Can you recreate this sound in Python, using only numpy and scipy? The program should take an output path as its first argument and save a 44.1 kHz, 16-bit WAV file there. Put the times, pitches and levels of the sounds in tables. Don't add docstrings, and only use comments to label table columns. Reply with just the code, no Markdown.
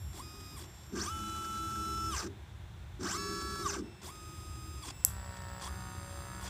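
import sys
import numpy as np
from scipy import signal
from scipy.fft import rfft, irfft, next_fast_len
from scipy.io import wavfile
from scipy.ndimage import uniform_filter1d

SR = 44100
rng = np.random.default_rng(int(sys.argv[2]) if len(sys.argv) > 2 else 0)


def dump_mix(stems):
    frames = np.atleast_2d(stems).T
    limited = np.clip(frames, -1, 1)
    pcm = np.round(limited * 32767).astype(np.int16)
    wavfile.write(sys.argv[1], SR, pcm)


N = 286209
T = np.arange(N) / SR

# multiple of step rate (to the nearest quarter),
# level_db at speed, level_db on braking, extra_db under ramp load
LIFT = [(1, -56, -57, 3), (2, -68, -69.5, 3), (3, -70.5, -71.5, -24), (4, -61, -61, -8),
        (5, -66.5, -66.5, -16), (6, -64.5, -61.5, -26), (7, -66, -64, -19), (9, -70, -71, -1.5)]
BRIDGE_A = [(1, -41.5, -39, -5.5), (2, -65.5, -64, 4.5), (3, -74, -69, 16), (4, -84, -49, -4),
            (5, -64, -59, -3), (6, -65, -68, -3), (7, -74, -68, 1), (8, -73, -79, 5), (9, -71, -76, -7),
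            (9.25, -74, -73, -23), (9.75, -72, -65, -25), (10.75, -80, -72, -27)]
BRIDGE_B = [(1, -48.5, -43, 0.5), (2, -57.5, -74, -10), (3, -66.5, -65.5, 15.5), (3.25, -59, -70, -16),
            (4, -48, -52.5, -4), (5, -50.5, -62, -17), (6, -59, -66, -12), (7, -67, -66, 4.5),
            (8, -68.5, -76, 0), (9.25, -72, -78, -22), (9.75, -74, -68, -14), (10.75, -72, -80, -13)]
HEAD_A = [(2, -60, -62.5, -6), (5, -70, -78, -11), (5.75, -68, -74, -12), (7, -53.5, -63, -16),
          (8, -60.5, -62, 5.5), (18.2, -73, -64.5, -11), (25.9, -66.5, -70.5, -2)]
HEAD_B = [(1, -70, -69.5, -19), (2, -45, -52.5, 0), (3, -50.5, -51, -21), (4, -60, -64.5, 5),
          (6, -66, -62, -2), (7, -55, -60.5, -21), (8, -52, -55, -0.5), (15, -65, -59, 0),
          (16, -71, -74, -18)]
# pitch_hz, width_hz, gain_db
FRAME = [(1176, 108, 2.5), (1580, 72, 2), (4590, 140, -7), (4970, 30, -5), (5280, 62, 1), (6020, 290, -2.5),
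         (5600, 130, -15), (6760, 52, -41), (7280, 64, -1.5), (6600, 35, -19), (7460, 37, -4),
         (8240, 94, -6.5), (12700, 110, -42), (14900, 240, -25)]
LIFT_FRAME = [(1067, 69, -1), (3386, 83, -2.5), (4830, 100, -6), (5300, 90, -14.5), (6400, 18, -27),
              (7200, 53, -3.5), (8120, 230, -7.5), (9040, 76, -7.5), (10700, 84, -15.5), (14600, 88, -17)]
RESONANCES = {"lift": LIFT_FRAME, "gantry": FRAME}
# pitch_hz, gain_db
FRAME_BASE = [(300, -17), (1000, -8.5), (3000, -14.5), (6000, -11.5), (8800, -16.5), (10000, -30.5),
              (15000, -48)]
# step_rate_hz, overtones, tone_db, tilt_db per octave, body_db on 2nd to 4th overtone,
# knock_db starting, knock_db braking
MOVES = [("lift", .125, .655, [(1245.9, LIFT, -4.1, 0.1, 7, -61, -60)], (-55, -62, -56),
         (-55, -63, -53, -64), (-56, -66, -56, -72)),
         ("gantry", .92, 2.29, [(1329.6, BRIDGE_A, 0, 0, 0, -47.5, -52),
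         (429.1, HEAD_A, 0, 0, 0, -56, -60)], (-36, -55, -41), (-43.5, -53.5, -42, -76),
         (-56, -58.5, -53, -77)), ("gantry", 2.99, 3.82, [(1329.6, BRIDGE_B, 0, 0, 0, -48.5, -49.5),
         (565.6, HEAD_B, 0, 0, 0, -50, -59)], (-38, -48, -38), (-41, -51, -43, -72),
         (-54, -57.5, -55, -77)), ("lift", 4.015, 4.92, [(1249.2, LIFT, 0.3, -0.3, -1.1, -60, -54)],
         (-56, -60.5, -55), (-49, -63, -47, -63), (-54, -65.5, -59, -66)),
         ("lift", 5.595, 6.502, [(1249.2, LIFT, -1.6, 1.3, -7, -56, -68)], (-60, -60, -57),
         (-47, -63, -48, -63), (-57, -62.5, -55, -65))]
RAMP_S = {"lift": .105, "gantry": .2}
RUSH_PEAK = {"lift": (0.38, 1), "gantry": (0.49, 1.14)}
HISS_PEAK = {"lift": (0.57, 1), "gantry": (0.75, 0.43)}
# pitch_hz, width_hz, gain_db
GANTRY_SHAKE = [(195, 29.7, 4.5), (332.4, 67, 7.5), (389.8, 75, 4), (514, 310, -24)]
# pitch_hz, relative level_db per Hz
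DRIVER_HISS = [(1760, -40.5), (3000, 8), (3190, -34), (3330, -34), (3590, 10), (4790, -32), (5160, -32),
               (7330, 8), (9850, 5), (10300, 4.5), (15500, 0.5)]
# on_s, off_s, pitch_hz, width_hz, level_db (rms)
DRONES = [(0.88, 2.15, 323.2, 7.7, -52.5), (1.114, 2.198, 208, 12.5, -54), (1.69, 2.32, 402.3, 20, -56.5),
          (3.08, 3.816, 180, 8.1, -55.5), (3.13, 3.768, 401.7, 9.2, -48.5), (3.2, 3.8, 342.4, 24, -54.5),
          (4.14, 4.83, 320, 14, -62.5), (.25, 0.57, 400, 8.7, -67.5), (0.16, 0.67, 267.5, 11, -63)]
# on_s, off_s, pitch_hz, average level_db (rms)
WHISTLES = [(-.1, 1.0, 5510, -65.5), (-.1, .95, 7362, -65.5), (-.1, 1.0, 12870, -70),
            (-.1, .13, 10940, -74), (.22, .58, 14637, -70), (1.12, 2.1, 7200, -60.5),
            (1.122, 2.1, 5460, -60.5), (1.12, 2.1, 5900, -68), (1.12, 2.1, 8650, -64.5),
            (3.81, 4.85, 8010, -76), (3.2, 3.62, 7170, -62), (3.2, 3.62, 7100, -72), (3.2, 3.62, 4807, -75),
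            (3.827, 5.6, 5340, -70.5), (3.84, 6.6, 2666, -70.5), (4.1, 6.6, 7326, -74),
            (4.1, 4.83, 14680, -69.5), (4.933, 5.6, 7730, -58.5), (4.934, 5.6, 15068, -73),
            (4.93, 5.6, 11192, -75), (5.7, 6.4, 14800, -72), (5.7, 6.4, 8920, -81)]
# on_s, off_s, swells per second, time of one swell in s
BEAT = (1.14, 2.07, 3.45, 1.625)
# multiple of turn rate, relative level_db
PUMP_ORDERS = [(3, -5), (4, -17.5), (5, -21.5), (6, -15), (7, -19.5), (8, -24), (9, -8.5), (10, -20),
               (11, -16), (12, -13), (13, -15.5), (14, -29), (15, -5.5), (16, -18), (17, -12), (18, -8),
               (19, -17), (20, -14), (21, -10), (22, -22), (23, -12.5), (24, -14.5), (25, -30), (26, -16.5),
               (27, -11.5), (28, -30), (29, -11.5), (30, -15.5), (31, -33), (32, -20), (33, -35), (34, -31),
               (35, -19), (36, -20)]
# pitch_hz, width_hz, gain_db
PUMP_AIR = [(594, 550, -4), (1190, 1100, -1), (1990, 210, 1.5), (2660, 460, -10), (3980, 480, -4)]
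VALVE_S = [5.0491, 5.0496, 5.0508, 5.0652]
VALVE_DB = [1, -5.5, -17, -39]
# pitch_hz, relative level_db, t60_s (time to fade by 60 dB)
VALVE_MODES = [(3350, -15, 0.009), (5960, -20, 0.019), (7700, 1.5, 0.0077), (8470, -1.5, 0.0077),
               (11200, 8, 0.0073), (13000, 8, 0.0045)]
# pitch_hz, relative level_db per Hz
HUM_OUTLINE = [(16, -39), (40, -9), (55, -1.5), (70, 4.5), (110, -3), (188, -15.5), (287, -33.5),
               (847, -25), (1260, -30.5), (1400, -28.5), (3090, -35), (3530, -30.5), (4600, -42.5),
               (7800, -44), (8900, -50), (14300, -55), (15500, -45)]

STILL_SHAKE_DB, FIRST_RUSH_DB, FIRST_HISS_DB = -66.5, -67, -69
JOLT_S, STOP_JOLT_LEAD_S = 0.033, 0.065
VENT_DB, VENT_T60_S = -47, 0.24
BEAT_HZ, BEAT_DB = 3990.5, -62
PUMP_ON_S, PUMP_START_DB, PUMP_DB, PUMP_RISE_S = 5.02, -68, -50, 0.069
PUMP_FREE, PUMP_LOADED, PUMP_SAG_S, PUMP_CREEP, PUMP_CREEP_S = 67.6, 62.0, .155, 1.0, (5.6, 6.35)
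ROOM_T60_S, ROOM_DB, HUM_DB = 0.23, -15.5, -46


def steppers(flutter_db=0.7, shudder_db=4.0, sweep_share=0.95, scatter_db=3):
    out, grid = np.zeros(N), np.arange(0, 22050., 10)
    for part, start, stop, motors, *_ in MOVES:
        peaks, cruise = RESONANCES[part], (start + RAMP_S[part], stop - RAMP_S[part])
        gain = frame(grid, peaks)
        a, b = int(start * SR), min(int(stop * SR), N)
        t = T[a:b]
        u = progress(part, start, stop, t)
        load = np.minimum(6 * (1 - u), 1)
        for step_hz, overtones, tone_db, tilt_db, body_db, *knock_db in motors:
            rate = step_hz * u * u * (3 - 2 * u)
            steps = np.cumsum(rate) / SR
            rotor = steps + .026 * load * walk(250, b - a)
            thrust = (rate / step_hz) ** .7
            for k, early_db, late_db, ramp_db in overtones:
                k = round(4 * k) / 4
                gain_now = np.interp(k * rate, grid, gain)
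                gain_at_speed = np.interp(k * step_hz, grid, gain)
                swell = (gain_now / gain_at_speed) ** sweep_share
                db = np.interp(t, cruise, (early_db, late_db)) + tone_db + tilt_db * np.log2(k)
                db += flutter_db * walk(9.58, b - a)
                db += body_db * (2 <= k <= 4)
                db += load * (ramp_db + shudder_db * walk(90.05, b - a))
                tone = np.sqrt(2) * np.sin(2 * np.pi * (k * rotor + rng.random()))
                out[a:b] += undb(db) * swell * thrust * tone
            step_clicks = np.diff(np.floor(steps), prepend=0)
            knocks = step_clicks * undb(scatter_db * rng.standard_normal(b - a)) * load
            ring = colour(knocks, lambda hz: modes(peaks, hz))
            ramp_rms = np.sqrt(np.mean(ring[u < 1] ** 2))
            out[a:b] += ring / ramp_rms * undb(np.interp(t, cruise, knock_db))
    return out


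def progress(part, start, stop, t):
    return np.clip(np.minimum(t - start, stop - t) / RAMP_S[part], 0, 1)


def running():
    shake = unit(colour(rng.standard_normal(N), lambda hz: modes(GANTRY_SHAKE, hz)))
    grit = rng.standard_normal(N) * undb(2.9 * walk(200))
    gantry_rush = unit(colour(grit, frame))
    lift_rush = unit(colour(grit, lambda hz: frame(hz, LIFT_FRAME)))
    travel = gate(.85, 3.95, .05)
    rush = travel * gantry_rush + (1 - travel) * lift_rush
    hiss = unit(colour(rng.standard_normal(N), lambda hz: slope(DRIVER_HISS, hz)))
    vent = (T > VALVE_S[0]) * undb(VENT_DB - 60 * np.abs(T - VALVE_S[0]) / VENT_T60_S)
    rush_gain = np.hypot(effort(column=2, held_db=FIRST_RUSH_DB, peak=RUSH_PEAK), vent)
    hiss_gain = effort(column=3, held_db=FIRST_HISS_DB, peak=HISS_PEAK)
    return jolts() * shake + rush_gain * rush + hiss_gain * hiss


def effort(column, held_db, peak):
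    times, levels, strain = [], [], np.zeros(N)
    for part, start, stop, *rest in MOVES:
        up_db, cruise_db, down_db, after_db = rest[column]
        times += [start, start + RAMP_S[part], stop - RAMP_S[part], stop]
        levels += [held_db, cruise_db, cruise_db, after_db]
        held_db = after_db
        share, sharpness = peak[part]
        u = progress(part, start, stop, T) ** (np.log(.5) / np.log(share))
        ramp_db = np.where(T < (start + stop) / 2, up_db, down_db)
        strain += (4 * u * (1 - u)) ** sharpness * undb(ramp_db)
    return np.hypot(undb(np.interp(T, times, levels)), strain)


def jolts():
    def pulse(s):
        age = np.maximum(T - s, 0) / JOLT_S
        return age * np.exp(1 - age)

    power = undb(STILL_SHAKE_DB) ** 2
    for part, start, stop, _, (start_db, cruise_db, stop_db), *_ in MOVES:
        power = power + (undb(start_db) * pulse(start)) ** 2
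        power = power + (undb(stop_db) * pulse(stop - STOP_JOLT_LEAD_S)) ** 2
        power = power + (undb(cruise_db) * progress(part, start, stop, T)) ** 2
    return np.sqrt(power)


def drones(edge_s=0.024):
    out = np.zeros(N)
    for on, off, hz, width, db in DRONES:
        tone = unit(colour(rng.standard_normal(N), lambda f: modes([(hz, width, 0)], f) ** 2))
        out += gate(on, off, edge_s) * undb(db) * tone
    return out


def whistles(edge_s=0.0046, flutter_db=1.5):
    out = np.zeros(N)
    for on, off, hz, db in WHISTLES:
        span = slice(max(int(on * SR), 0), int(off * SR))
        t = T[span]
        level = undb(db + flutter_db * walk(9.1, len(t)))
        tone = np.sqrt(2) * np.sin(2 * np.pi * (hz * t + rng.random()))
        out[span] += gate(on, off, edge_s)[span] * level * tone
    return out


def beat():
    on, off, rate, swell_s = BEAT
    swell = 2 * np.cos(np.pi * rate * (T - swell_s))
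    return gate(on, off, .03) * undb(BEAT_DB) * swell * np.sin(2 * np.pi * BEAT_HZ * T)


def valve(crack_db=-9, crack_s=0.0003):
    out, t = np.zeros(N), T[:SR // 20]
    ring = np.zeros(len(t))
    for hz, db, t60 in VALVE_MODES:
        ring += undb(db) * np.exp(-np.log(1000) * t / t60) * np.sin(2 * np.pi * hz * t)
    for s, db in zip(VALVE_S, VALVE_DB):
        crack = rng.standard_normal(len(t)) * np.exp(-t / crack_s)
        hit = ring / np.abs(ring).max() + undb(crack_db) * crack / np.abs(crack).max()
        out[int(s * SR):int(s * SR) + len(t)] += undb(db) * hit / np.abs(hit).max()
    return out


def pump(air_db=-12, tick_db=-14, tick_hz=4750, weak_db=-12, puff_turns=0.51, stroke=0.57, flutter_db=3.0):
    age = np.maximum(T - PUMP_ON_S, 0)
    speed = PUMP_LOADED + (PUMP_FREE - PUMP_LOADED) * np.exp(-age / PUMP_SAG_S)
    speed += np.interp(T, PUMP_CREEP_S, (0, PUMP_CREEP))
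    turns = np.cumsum(speed) / SR
    db = PUMP_DB + (PUMP_START_DB - PUMP_DB) * np.exp(-age / PUMP_RISE_S)

    a = int(PUMP_ON_S * SR)
    tones = np.zeros(N - a)
    for k, order_db in PUMP_ORDERS:
        level = undb(order_db + flutter_db * walk(6.39, N - a))
        tones += level * np.cos(2 * np.pi * k * turns[a:])
    knocks = np.zeros(N)
    knocks[a:] = -unit(tones)

    thirds = turns % (1 / 3)
    puff_gain = np.exp(-thirds / puff_turns - stroke * (turns % 1))
    puffs = colour(puff_gain * rng.standard_normal(N), lambda hz: modes(PUMP_AIR, hz))

    once, thrice = (np.diff(np.floor(k * turns), prepend=0) for k in (1, 3))
    flaps = (once + undb(weak_db) * thrice) * undb(1.6 * rng.standard_normal(N))
    ticks = colour(flaps, lambda hz: modes([(tick_hz, 500, 0)], hz) ** 2)

    mix = knocks + undb(air_db) * unit(puffs) + undb(tick_db) * unit(ticks)
    return mix * undb(db) * gate(PUMP_ON_S, 7, 0.028)


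def room(x):
    t = T[:SR // 2]
    onset = np.clip((t - .002) / .005, 0, 1)
    tail = rng.standard_normal(len(t)) * np.exp(-np.log(1000) * t / ROOM_T60_S) * onset
    return undb(ROOM_DB) * signal.fftconvolve(x, tail / np.sqrt(np.sum(tail ** 2)))[:N]


def hum(waver_db=2.5):
    air = undb(HUM_DB) * unit(colour(rng.standard_normal(N), lambda hz: slope(HUM_OUTLINE, hz)))
    bass = colour(air, lambda hz: 1 / (1 + (hz / 140) ** 4))
    return air - bass + undb(-0.15 + waver_db * walk(5)) * bass


def undb(db):
    return 10 ** (np.asarray(db) / 20)


def unit(x):
    return x / np.sqrt(np.mean(x ** 2))


def slope(points, hz):
    f, db = np.transpose(points)
    return undb(np.interp(np.log(np.maximum(hz, 1)), np.log(f), db))


def modes(table, hz):
    total = 0
    for k, (f, width, db) in enumerate(table):
        damping = 1j * hz * width
        total = total + (-1) ** k * undb(db) * damping / (f ** 2 - hz ** 2 + damping)
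    return total


def frame(hz, peaks=FRAME):
    return np.hypot(np.abs(modes(peaks, hz)), slope(FRAME_BASE, hz))


def colour(x, response):
    size = next_fast_len(len(x) + SR // 2)
    hz = np.arange(size // 2 + 1) * SR / size
    return irfft(rfft(x, size) * response(hz), size)[:len(x)]


def walk(rate, size=N):
    k = int(SR / rate)
    held = np.repeat(rng.standard_normal(size // k + 1), k)
    return 1.3 * uniform_filter1d(uniform_filter1d(held, k), k)[:size]


def gate(on, off, edge_s):
    return np.clip(np.minimum(T - on, off - T) / edge_s, 0, 1)


def scene():
    snap = signal.sosfilt(signal.butter(4, 5000, "high", fs=SR, output="sos"), valve())
    machine = steppers() + running() + drones() + whistles() + beat()
    return (machine + snap + pump() + room(snap) + hum())[None]


def record(dry):
    dry = signal.sosfilt(signal.butter(2, 42, "high", fs=SR, output="sos"), dry)
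    return signal.sosfilt(signal.ellip(10, .2, 60, 15400, fs=SR, output="sos"), dry)


dry = scene()
out = record(dry)
dump_mix(out)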